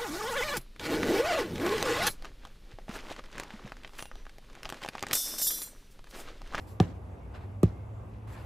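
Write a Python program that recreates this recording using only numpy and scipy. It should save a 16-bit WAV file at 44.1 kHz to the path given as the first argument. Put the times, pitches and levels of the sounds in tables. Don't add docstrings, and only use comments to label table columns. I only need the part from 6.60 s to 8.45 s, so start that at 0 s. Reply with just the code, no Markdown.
import sys
import numpy as np
from scipy import signal
from scipy.fft import rfft, irfft
from scipy.io import wavfile

SR = 44100
rng = np.random.default_rng(int(sys.argv[2]) if len(sys.argv) > 2 else 0)


def to_wav(s):
    ch = np.atleast_2d(s).T
    pcm = np.round(np.clip(ch, -1, 1) * 32767)
    wavfile.write(sys.argv[1], SR, pcm.astype(np.int16))


def attenuation_scalar(level_db):
    decades = np.asarray(level_db, float) / 20
    return 10 ** decades


N = 81585
T = np.arange(N) / SR

BLOW_START = [
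    .1997,
    1.0303,
]
# snap in dB, grit in dB, scatter in dB, scatter tilt in dB per octave.
BLOW_LEVELS = [
    (3.5, -16.5, -32.5, 0.),
    (-18, -18.5, -36.5, -0.16),
]
# frequency in Hz, correlation from -1 to 1.
FAR_LIKENESS = [(60, 0.98), (180, 0.91), (550, 0.43), (1650, -0.1), (4970, 1), (15000, -0.3)]
# frequency in Hz, correlation from -1 to 1.
NEAR_LIKENESS = [(500, 0.63), (1300, 0.45), (3000, 0.77), (8000, .6), (14000, 0.13)]


def rms_one(x):
    return x / np.sqrt(np.mean(x ** 2) + 1e-20)


def at_hz(points, hz):
    table_hz, values = np.array(points).T
    return np.interp(np.log(hz), np.log(table_hz), values)


def drift(rate_hz):
    pole = np.exp(-2 * np.pi * rate_hz * 40 / SR)
    noise = rng.standard_normal(N // 40 + 2002)
    slow = signal.lfilter([1], [1, -2 * pole, pole * pole], noise)[2000:]
    return np.interp(np.arange(N) / 40, np.arange(len(slow)), rms_one(slow))


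def bands(spectrum, alike, patchy_db, rate, low_hz, grain_db=0., count=2.5):
    edges = low_hz * 2 ** np.arange(0, np.log2(17000 / low_hz), 1 / count)
    centres = np.sqrt(edges[1:] * edges[:-1])
    grains = attenuation_scalar(grain_db * np.minimum(rng.exponential(1, N), 4))
    white = rng.standard_normal((2, 2, N)) * grains
    together = drift(rate / 3)
    out = []
    for k, hz in enumerate(centres):
        band = signal.butter(2, edges[k:k + 2], "band", fs=SR, output="sos")
        mid, side = signal.sosfilt(band, white[k % 2])
        likeness = np.clip(at_hz(alike, hz), -1, 1)
        gain = attenuation_scalar(at_hz(spectrum, hz) + patchy_db * (.6 * together + drift(rate)))
        stereo = np.sqrt(1 + likeness) * mid + np.sqrt(1 - likeness) * side * [[1], [-1]]
        out.append(gain * stereo)
    return centres, rms_one(np.array(out)) / np.sqrt(len(out))


def noise_bed(*args, **settings):
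    return bands(*args, **settings)[1].sum(axis=0)


def strokes(rows):
    out = 0
    for start, rise, hold, fall, db in rows:
        attack = np.sin(np.pi / 2 * np.clip((T - start) / rise, 0, 1)) ** 2
        out = out + attack * attenuation_scalar(db - 20 * np.maximum(T - start - rise - hold, 0) / fall)
    return out


def resonate(x, hz, width_hz):
    pole = np.exp(-np.pi * width_hz / SR)
    top = (1 - pole * pole) / 2
    return signal.lfilter([top, 0, -top], [1, -2 * pole * np.cos(2 * np.pi * hz / SR), pole * pole], x)


def traffic():
    # frequency in Hz, density in dB per Hz.
    rumble = [(30, -54), (55, -1.5), (90, -7.5), (134, -16.5), (960, -27.5), (1500, -40), (2300, -42.5),
              (4000, -58.5)]
    return attenuation_scalar(-44) * noise_bed(rumble, FAR_LIKENESS, patchy_db=1.13, rate=11.0, low_hz=24.49)


def drone():
    # time in seconds, firing rate in Hz, level in dB.
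    course = [(0, 109.2, -52.5), (.3, 92.74, -48), (0.501, 93.36, -56.5), (0.719, 98.6, -52),
              (1.0, 98.13, -40.5), (1.15, 100.8, -50), (1.3, 105.6, -43.5), (1.5, 106, -46.5),
              (1.85, 109.3, -48)]
    s, hz, db = np.transpose(course)
    phase = 2 * np.pi * np.cumsum(np.interp(T, s, hz) * (1 + 0.0084 * drift(18))) / SR
    loudness = attenuation_scalar(np.interp(T, s, db) + 2.7 * drift(25))
    return np.sqrt(2) * loudness * (np.sin(phase) + 0.088 * np.sin(2 * phase))


def leaves():
    # frequency in Hz, density in dB per Hz.
    hiss = [(3000, 16), (5000, 1), (7500, -28), (9000, -24), (10900, 20.5), (12000, 5), (13300, -22),
            (16000, -25)]
    return attenuation_scalar(-81.5) * noise_bed(hiss, FAR_LIKENESS, patchy_db=1.0, rate=21.0, low_hz=2510, count=6)


def birds():
    # start in seconds, length in seconds, from Hz, to Hz, level in dB.
    whistles = [
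        (.51, .05, 2500, 2450, -76),
        (.6, .085, 2250, 2200, -71),
        (1.11, .08, 2080, 2150, -69),
        (1.18, .09, 2150, 2150, -71),
        (1.32, .1, 7500, 7300, -88),
    ]
    out = np.zeros((2, N))
    for start, length, from_hz, to_hz, db in whistles:
        u = np.clip((T - start) / length, 0, 1)
        phase = 2 * np.pi * np.cumsum(from_hz + (to_hz - from_hz) * u) / SR
        blur_hz = 6e-6 * to_hz ** 2
        depth = blur_hz / 150
        swell = attenuation_scalar(db) * np.sqrt(np.sin(np.pi * u) + 1e-12) * (u > 0) * (u < 1)
        for side in out:
            tone = (1 + depth * drift(blur_hz)) * np.sin(phase) + depth * drift(blur_hz) * np.cos(phase)
            side += swell * tone
    return out


def cloth():
    # start, rise, hold and fall in seconds, level in dB.
    rustles = [
        (-.03, 0.025, .03, .08, -61),
        (.06, 0.029, .025, .07, -59.5),
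        (1.668, 0.0091, .17, .05, -67),
        (1.72, 0.0086, 0.017, 0.018, -69),
    ]
    # frequency in Hz, density in dB per Hz.
    fabric = [(880, -32), (1500, -3.5), (2320, -11.5), (7760, -13), (9750, -6), (10300, -9), (14100, -6.5),
              (16000, -30)]
    # frequency in Hz, width in Hz, gain in dB.
    squeaks = [(5560, 50, -9), (7490, 170, 2), (14600, 200, 4)]
    noise = noise_bed(fabric, NEAR_LIKENESS, patchy_db=2.5, rate=8.3, low_hz=1440, grain_db=2.0, count=4)
    squeal = sum(attenuation_scalar(db) * resonate(noise, hz, width_hz) for hz, width_hz, db in squeaks)
    return strokes(rustles) * (noise + squeal)


def scuffs():
    # start, rise, hold and fall in seconds, level in dB.
    scrapes = [
        (.73, 0.02, 0.0095, 0.072, -51.5),
        (.805, 0.0076, .025, 0.052, -60),
        (1.533, 0.0026, 0.01, 0.05, -62),
        (1.665, 0.015, .17, 0.038, -54.5),
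        (1.73, 0.034, 0.028, 0.042, -63),
    ]
    # frequency in Hz, density in dB per Hz.
    grit = [(500, -1.5), (1000, 3), (2000, -2.5), (3000, -9.5), (4300, -12.5), (5300, -24), (9000, -24.5),
            (15000, -34)]
    noise = noise_bed(grit, NEAR_LIKENESS, patchy_db=2.0, rate=31.0, low_hz=477.5, grain_db=2.5, count=3.5)
    return strokes(scrapes) * noise


def scatter():
    # frequency in Hz, density in dB per Hz.
    colour = [(59, -29), (100, -15.5), (177, -8), (991, -25.5), (7940, -46.5), (9410, -47), (10900, -51),
              (16000, -54)]
    # frequency in Hz, t60 in seconds.
    tail_t60 = [(150, 0.5), (1000, 0.34), (4000, 0.33), (12000, 0.33)]
    # frequency in Hz, correlation from -1 to 1.
    likeness = [(150, 0.86), (400, 0.36), (1500, 0.43), (5000, 0.35), (12000, 0.)]
    early_db, early_t60_s, rise_s = 8.5, 0.035, 0.00055
    centres, noise = bands(colour, likeness, patchy_db=2.53, rate=71.0, low_hz=111.1)
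    out = 0
    for start, (*_, db, tilt_db) in zip(BLOW_START, BLOW_LEVELS):
        t = np.maximum(T - start - .002, 0)
        tail = attenuation_scalar(-60 * t / at_hz(tail_t60, centres)[:, None])
        early = attenuation_scalar(early_db - 60 * t / early_t60_s)
        strength = attenuation_scalar(db + tilt_db * np.log2(centres / 500))[:, None]
        env = strength * (tail + early) * (1 - np.exp(-t / rise_s))
        out = out + (noise * env[:, None]).sum(axis=0)
    return out


def cracks():
    delays = [
        .0015,
        .001,
    ]
    # frequency in Hz, density in dB per Hz.
    colours = [
        [(900, -53), (2000, -3), (3500, -4.5), (6000, -13.5), (8000, -17), (11000, -30), (14000, -32),
         (16500, -46)],
        [(1200, -50), (2100, -5), (3500, -5), (5000, -16), (7500, -7), (11000, -10.5), (14000, -6),
         (16500, -14)],
    ]
    t60_s, rise_s = .006, 0.00017
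    out = np.zeros((2, N))
    hz = np.fft.rfftfreq(N, 1 / SR) + 1
    for start, delay, (snap_db, grit_db, *_), colour in zip(BLOW_START, delays, BLOW_LEVELS, colours):
        noise = rng.standard_normal(N) + .45 * rng.standard_normal((2, N))
        t = T - start - delay
        burst = noise * attenuation_scalar(grit_db - 60 * np.maximum(t, 0) / t60_s) * np.exp(np.minimum(t, 0) / rise_s)
        burst[:, int((start + delay) * SR)] -= attenuation_scalar(snap_db)
        out += irfft(rfft(burst) * attenuation_scalar(at_hz(colour, hz)), N)
    return out


def thuds():
    # frequency in Hz, first blow in dB, second blow in dB, t60 in seconds.
    modes = [(57, -34, -25, .14), (100, -12.5, -11.5, .097), (172, -24, -23, .13), (177, -10, -9, .045),
             (229, -26, -21, .03), (330, -17, -22, .05), (361, -13, -11, .04), (500, -20, -31, .04),
             (612, -28, -21, .026), (748, -15.5, -30, .036), (1190, -27, -31, .036), (1700, -29, -48, .02)]
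    swell_cycles, lag_cycles = 1.095, .087
    out = np.zeros(N)
    for k, start in enumerate(BLOW_START):
        t = np.maximum(T - start, 0)
        for hz, *db, t60 in modes:
            swell = 1 - np.exp(-(t * hz / swell_cycles) ** 3)
            ring = np.cos(2 * np.pi * (t * hz - lag_cycles))
            out -= attenuation_scalar(db[k] - 60 * (t - 1 / hz) / t60) * swell * ring
    return signal.lfilter(*signal.butter(2, 24, "high", fs=SR), out)


def scene():
    background = traffic() + leaves() + birds()
    low_tones = (drone() + thuds()) * attenuation_scalar(np.array([[-.3], [.3]]))
    return background + cloth() + scuffs() + scatter() + cracks() + low_tones


def low_pass(x):
    return signal.sosfilt(signal.butter(12, 16510, fs=SR, output="sos"), x)


def record(dry):
    # low edge in Hz, high edge in Hz.
    gaps = [(8950, 9900), (12200, 13100)]
    sos = [signal.cheby2(4, 14, 15500, fs=SR, output="sos")]
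    for low, high in gaps:
        sos.append(signal.cheby2(3, 22, [low + 60, high - 60], "bandstop", fs=SR, output="sos"))
    mix = signal.sosfilt(np.vstack(sos), dry)
    return low_pass(mix)


dry = scene()
out = record(dry)
to_wav(out)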